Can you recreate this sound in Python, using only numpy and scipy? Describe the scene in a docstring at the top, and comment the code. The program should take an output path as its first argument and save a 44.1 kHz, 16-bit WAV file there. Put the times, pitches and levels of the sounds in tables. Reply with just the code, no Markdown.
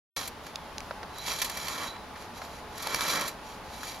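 """Rasping turns of a steel hand auger, twisted into garden soil a few metres away.
Grit scrapes along the blade and packed earth grinds under it, both ringing the soil-damped steel.
Stones catch and slip, rootlets snap, the handle knocks, and light rubbing makes the blade sing.
Behind it lies a steady outdoor murmur with a faint whine and a far bird."""
import sys
import numpy as np
from scipy import signal
from scipy.fft import rfft, irfft, next_fast_len
from scipy.io import wavfile
from scipy.ndimage import uniform_filter1d, map_coordinates

SR = 44100
rng = np.random.default_rng(int(sys.argv[2]) if len(sys.argv) > 2 else 0)


def waveform_to_disk(signal):
    """Save audio, clipped to [-1, 1], as 16-bit WAV at the path in sys.argv[1]."""
    frames = np.transpose(np.atleast_2d(signal))
    scaled = np.clip(frames, -1, 1) * 32767
    samples = np.round(scaled).astype(np.int16)
    wavfile.write(sys.argv[1], SR, samples)


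N = 176400
TIME = np.arange(N) / SR

# Colour of the outdoor bed. Each row: frequency in Hz, relative level in dB.
MURMUR_EQ = [(20, -11), (38, -1.5), (75, 0), (105, -6), (240, -3), (380, -7.5), (650, -4), (900, -2),
             (1100, -4.5), (1450, -9), (2500, -15), (4900, -19.5), (7300, -28), (11000, -27),
             (15500, -38.5)]
# Width of the bed. Each row: frequency in Hz, left-right likeness (1 is mono).
MURMUR_LIKENESS = [(60, .93), (180, .83), (600, .9), (1650, .78), (5000, .35), (15000, .15)]
# A distant whine. Each row: pitch in Hz, level in dB.
WHINE_TONES = [(425, -62.5), (855, -56)]
# A far bird. Each row: centre and half length in seconds, pitch in Hz, glide in Hz a second, level in dB.
BIRD_WHISTLES = [(0.605, 0.18, 3350, -1700, -60), (.975, 0.015, 1530, 2000, -50)]
# The blade sings. Each row: centre and half length in seconds, pitch in Hz, level in dB.
BLADE_SINGS = [(1.2, .04, 4010, -49.5), (1.885, 0.027, 3910, -44), (1.98, .05, 3960, -57.5)]
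# Dull handle knocks. Each row: start in seconds, level in dB.
HANDLE_KNOCKS = [(.909, -28.5), (1.03, -29.5), (2.158, -34), (2.417, -29.5)]
# Colour of a knock. Each row: frequency in Hz, relative level in dB.
KNOCK_EQ = [(150, -49), (600, 3.5), (850, 0), (1250, 2.5), (1900, -1), (2600, -14), (4800, -12.5),
            (7000, -29), (15000, -38)]
# Rootlets break. Each row: start in seconds, level in dB, low and high pitch in Hz, length in seconds.
ROOT_SNAPS = [(0.5573, -21.5, 3640, 5100, 0.002), (0.7819, -19.5, 5370, 6400, 0.00096),
              (.805, -23.5, 2330, 4960, 0.00084)]
# Colour of a snap's crack. Each row: frequency in Hz, relative level in dB.
CRACK_EQ = [(300, -22), (1800, -4), (4200, 3.5), (7000, -2), (11000, -11), (15000, -22)]
# Resonances of the steel. Each row: frequency in Hz, width in Hz, relative strength in dB.
BLADE_MODES = [(533, 150, -2), (900, 43, -5.5), (1063, 133, 3), (1250, 140, -0.5), (1723, 185, 2),
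               (2314, 47, 3.5), (3230, 150, -2.5), (3945, 150, -2), (4470, 170, -8.5), (5725, 65, 0),
               (6828, 43, 4), (7470, 230, -0.5), (10570, 77, -1), (11480, 220, -7)]
# Colours of bright grit, dark packed earth and fine sand. Each row: frequency in Hz, relative level in dB.
GRIT_EQ = [(200, -22), (900, -2), (1500, -8), (2000, 0), (2800, -1.5), (4000, 1.5), (6500, 1), (7500, -8.5),
           (9200, -5), (11000, -2), (13000, -5), (14300, -13), (15500, -55)]
EARTH_EQ = [(60, -21), (130, -0.5), (230, 0.5), (400, -4.5), (750, -2), (1000, -1.5), (1350, 0), (1800, -3),
            (2600, -7.5), (5000, -14), (15000, -38)]
SAND_EQ = [(3000, -37), (7000, -4), (10500, 2), (13500, 1), (15500, -12)]
# Stones catch. Each row: start in seconds, rasp level in dB, 60 dB decay time in seconds,
# then crunch and fizz in dB relative to the rasp.
STONE_CATCHES = [(.165, -28.5, 0.052, -5, -5), (0.211, -34.5, 0.054, 0.5, -16), (0.276, -33, 0.037, -12, 4),
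                 (0.465, -37.5, 0.044, -1, -25), (1.183, -35.5, 0.033, -19, -1.5),
                 (1.28, -25.5, 0.022, -2, -15), (1.387, -34.5, 0.013, -8, 4), (1.416, -19.5, 0.07, -15, -7),
                 (1.444, -26, 0.071, -24, -5), (1.496, -30, 0.04, -16, -3), (1.571, -28, 0.046, -10, -6),
                 (1.670, -34, 0.035, -7, -14), (1.682, -26, 0.036, -21, -7), (2.222, -40.5, 0.018, -5, -8),
                 (2.45, -37, .012, -8, -14), (2.78, -34.5, 0.025, -4, -1), (2.822, -32, 0.074, -15, -4),
                 (2.871, -23.5, 0.017, 1.5, -6), (2.945, -17.5, .02, -4, -16), (2.959, -28, 0.029, -10, -1),
                 (3.008, -18, 0.015, -10, -12), (3.211, -25.5, 0.013, -2, 0), (3.278, -29, 0.054, -24, 2.5),
                 (3.832, -33, 0.013, 4.5, -2)]
# The blade shifts in the hole between turns. Each row: centre and half length in seconds, level in dB.
BLADE_SHIFTS = [(0.47, 0.032, -53.5), (0.846, 0.074, -58), (2.212, 0.04, -52.5), (2.379, 0.02, -48.5),
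                (2.444, 0.027, -51), (2.549, 0.039, -50), (3.504, .045, -50.5)]
# One fader curve per turn. Each row: time in seconds, scrape and grind levels in dB before their trims.
TURN_CURVES = [
    [(0.17, -36, -43.5), (0.236, -41, -49), (0.276, -42, -69), (0.308, -63, -69), (0.32, -60, -59)],
    [(1.1, -68, -60), (1.16, -54, -51), (1.245, -44.5, -66), (1.275, -35.5, -45), (1.32, -34, -39.5),
     (1.36, -41.5, -44), (1.405, -38, -52), (1.44, -43, -45), (1.48, -43.5, -47), (1.55, -44, -50.5),
     (1.62, -41, -42.5), (1.73, -40.5, -42), (1.83, -41.5, -38.5), (1.875, -42.5, -40.5), (1.905, -51, -54),
     (1.96, -70, -46)],
    [(2.7, -62, -60), (2.8, -45.5, -49), (2.86, -42.5, -41), (2.92, -39, -35.5), (2.99, -38.5, -39),
     (3.03, -34, -34), (3.06, -36, -36), (3.11, -31, -34.5), (3.18, -37, -31.5), (3.26, -40, -37),
     (3.29, -42.5, -49), (3.315, -51, -59), (3.34, -56, -69)],
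    [(3.65, -60, -65), (3.74, -49.5, -69), (3.82, -49, -65), (3.87, -40.5, -54), (3.94, -46, -73),
     (4.0, -55, -66)],
]
# Width of the auger. Each row: frequency in Hz, left-right likeness (1 is mono).
AUGER_LIKENESS = [(60, .9), (1000, .95), (2400, .81), (6500, .77), (9000, .56), (15000, .47)]
# Its pan. Each row: frequency in Hz, left over right in dB.
AUGER_PAN = [(60, 1), (600, 0), (1300, -2.5), (2100, -2.5), (3600, -5), (5500, -1), (7500, 0), (9300, 3),
             (11000, 2.5), (12600, -2), (14500, 1)]
# Its phase offset. Each row: frequency in Hz, lead of the left side in radians.
AUGER_LEAD = [(400, -.03), (800, -.14), (1400, -.35), (1900, -.7), (2700, -.6), (4000, -.2), (7500, -.45),
              (9200, -1.3), (11000, -1.2), (14000, -1.6)]


def amp(db):
    """Decibels to gain."""
    return 10 ** (np.asarray(db) / 20)


def unit(x):
    """Scale to rms 1."""
    return x / np.sqrt(np.mean(x ** 2) + 1e-20)


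def along(points, hz):
    """Read a curve of (Hz, value) points on a log frequency axis."""
    freqs, values = np.transpose(points)
    return np.interp(np.log(hz + 1), np.log(freqs + 1), values)


def wobble(per_s):
    """A smooth random modulator through per_s points a second."""
    return map_coordinates(rng.standard_normal(N // 8), [TIME * per_s], mode="wrap")


def filtered(x, response):
    """Filter x with a gain given as a function of frequency."""
    size = next_fast_len(N + SR // 2)
    return irfft(rfft(x, size) * response(np.fft.rfftfreq(size, 1 / SR)), size)[..., :N]


def noise():
    """Two unrelated white noises."""
    return rng.standard_normal((2, N))


def coloured_noise(eq):
    """Two unrelated noises shaped by an EQ curve, at rms 1."""
    return unit(filtered(noise(), lambda hz: amp(along(eq, hz))))


def strike(start, t60, attack_s):
    """Envelope of a blow: a quick rise and an exponential decay."""
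    age = np.maximum(TIME - start, 0)
    return (1 - np.exp(-age / attack_s)) * np.exp(-np.log(1000) * age / t60)


def swell(centre, half_s):
    """A bell-shaped envelope."""
    return np.exp(-.5 * ((TIME - centre) / half_s) ** 2)


def stereo(pair, likeness):
    """Mix a pair as mid and side, with the width set by a likeness curve."""
    angle = lambda hz: np.arccos(np.clip(along(likeness, hz), 0, 1)) / 2
    mid, side = filtered(pair, lambda hz: np.array([np.cos(angle(hz)), np.sin(angle(hz))]))
    return np.array([mid + side, mid - side])


def outdoor_murmur(level_db=-44):
    """A steady bed of far noise, narrow in the lows and wide in the highs."""
    bed = unit(stereo(coloured_noise(MURMUR_EQ), MURMUR_LIKENESS))
    return amp(level_db + 0.17 * wobble(2.38)) * bed


def distant_whine(wander_rad=1.04, rise_db_per_s=0.5):
    """Two faint, unsteady tones that slowly grow."""
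    whine = np.zeros(N)
    for hz, db in WHINE_TONES:
        tone = np.sqrt(2) * np.sin(2 * np.pi * hz * TIME + wander_rad * wobble(14))
        whine += amp(db + 1.3 * wobble(4.87)) * tone
    return amp(rise_db_per_s * (TIME - TIME.mean())) * whine


def far_bird():
    """Faint gliding whistles with a slight flutter."""
    song = np.zeros(N)
    for centre, half_s, hz, glide, db in BIRD_WHISTLES:
        t = TIME - centre
        phase = 2 * np.pi * (hz * t + glide * t * t / 2) + .6 * wobble(120)
        song += amp(db) * swell(centre, half_s) * np.sin(phase)
    return song


def blade_singing(waver_rad=2.2, width_hz=220):
    """Light rubbing keeps one mode of the blade ringing: a fuzzy tone that wavers in pitch."""
    waver = waver_rad * wobble(50)
    singing = np.zeros(N)
    for centre, half_s, hz, db in BLADE_SINGS:
        phase = 2 * np.pi * hz * TIME + waver
        tone = unit(wobble(width_hz) * np.cos(phase) + wobble(width_hz) * np.sin(phase))
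        singing += amp(db) * swell(centre, half_s) * tone
    return singing


def handle_knocks():
    """The handle takes up its play with a dull knock as the grip changes."""
    blows = sum(amp(db) * strike(start, t60=0.038, attack_s=0.00049) for start, db in HANDLE_KNOCKS)
    return blows * coloured_noise(KNOCK_EQ)


def root_snaps(crack_db=-6, rise_s=.00025):
    """Rootlets tear: a dry, bright crack with two short-lived pitches, ending abruptly."""
    snaps = np.zeros((2, N))
    crack = amp(crack_db) * coloured_noise(CRACK_EQ)
    mid_only = np.array([[.5], [0]])
    for start, db, low_hz, high_hz, length_s in ROOT_SNAPS:
        age = np.maximum(TIME - start, 0)
        ring = np.sin(2 * np.pi * low_hz * age) + np.sin(2 * np.pi * high_hz * age)
        tear = (1 - np.exp(-age / rise_s)) / (1 + (age / length_s) ** 4)
        snaps += amp(db) * tear * (crack + mid_only * ring)
    return snaps


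def blade(contacts, eq, modes_db=4, tail_db=-7):
    """Contacts heard directly and through the soil-damped resonances of the steel, at rms 1."""
    def modes(f):
        return sum(amp(db) * 1j * f * width / (hz * hz - f * f + 1j * f * width)
                   for hz, width, db in BLADE_MODES)

    # A short noise tail stands for the blade's many weak, close modes.
    tail = (strike(0, t60=0.024, attack_s=0.0019) * rng.standard_normal(N))[:SR // 20]
    tail /= np.linalg.norm(tail)
    ringing = contacts + amp(tail_db) * signal.fftconvolve(contacts, tail[None], axes=1)[:, :N]
    return unit(filtered(ringing, lambda f: amp(along(eq, f)) * (1 + amp(modes_db) * modes(f))))


def stone_catches(rise_share=0.032):
    """A stone sticks and slips on the blade: a short rasp with a low crunch and a sandy fizz."""
    rasp, crunch, fizz = np.zeros((3, N))
    for start, db, t60, crunch_db, fizz_db in STONE_CATCHES:
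        blow = amp(db) * strike(start, t60, attack_s=rise_share * t60)  # longer rasps start softer
        rasp += blow
        crunch += amp(crunch_db) * blow
        fizz += amp(fizz_db) * blow
    return (rasp * blade(noise(), GRIT_EQ)
            + crunch * blade(noise(), EARTH_EQ)
            + fizz * blade(noise(), SAND_EQ))


def soil_grains(grains_per_s=2200, spread_db=6.5, grain_share=0.51):
    """Dense tiny impacts of uneven size over a smooth rub."""
    sizes = amp(spread_db * np.minimum(rng.exponential(size=N), 2.5))
    hits = rng.random(N) < grains_per_s / SR
    grains = unit(hits * sizes * np.sign(noise()))
    return np.sqrt(grain_share) * grains + np.sqrt(1 - grain_share) * noise()


def auger_turns(scrape_trim_db=1.8, grind_trim_db=0.5, judder_db=1.18):
    """Each turn drags grit along the blade and grinds the earth, juddering as it goes."""
    scrape, grind = np.zeros((2, N))
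    for turn in TURN_CURVES:
        times, scrape_db, grind_db = np.transpose(turn)
        turning = (TIME > times[0] - .01) & (TIME < times[-1] + .01)
        gate = uniform_filter1d(turning.astype(float), size=400)  # 9 ms fades
        scrape += gate * amp(np.interp(TIME, times, scrape_db) + scrape_trim_db)
        grind += gate * amp(np.interp(TIME, times, grind_db) + grind_trim_db)
    scrape += sum(amp(db) * swell(centre, half_s) for centre, half_s, db in BLADE_SHIFTS)
    judder = amp(judder_db * wobble(per_s=130))
    return judder * (scrape * blade(soil_grains(), GRIT_EQ) + grind * blade(soil_grains(), EARTH_EQ))


def scene():
    """The auger over the outdoor bed, reaching left and right at slightly different level and phase."""
    background = outdoor_murmur() + distant_whine() + far_bird()
    contacts = handle_knocks() + root_snaps() + stone_catches() + auger_turns()
    auger = stereo(contacts, AUGER_LIKENESS) + blade_singing()
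    sides = np.array([[.5], [-.5]])
    pan = lambda hz: amp(sides * along(AUGER_PAN, hz))
    lead = lambda hz: np.exp(1j * sides * along(AUGER_LEAD, hz))
    return background + filtered(auger, lambda hz: pan(hz) * lead(hz))


def record(dry):
    """The sound cuts in after a moment of silence, with a deep treble notch and the very top removed."""
    start_s, notch_hz, notch_width_hz, top_hz = .164, 8226, 420, 15800
    notch = lambda hz: 1 - np.exp(-((hz - notch_hz) / notch_width_hz) ** 2)
    return filtered(dry * (TIME > start_s), lambda hz: notch(hz) * (hz < top_hz))


dry = scene()
out = record(dry)
waveform_to_disk(out)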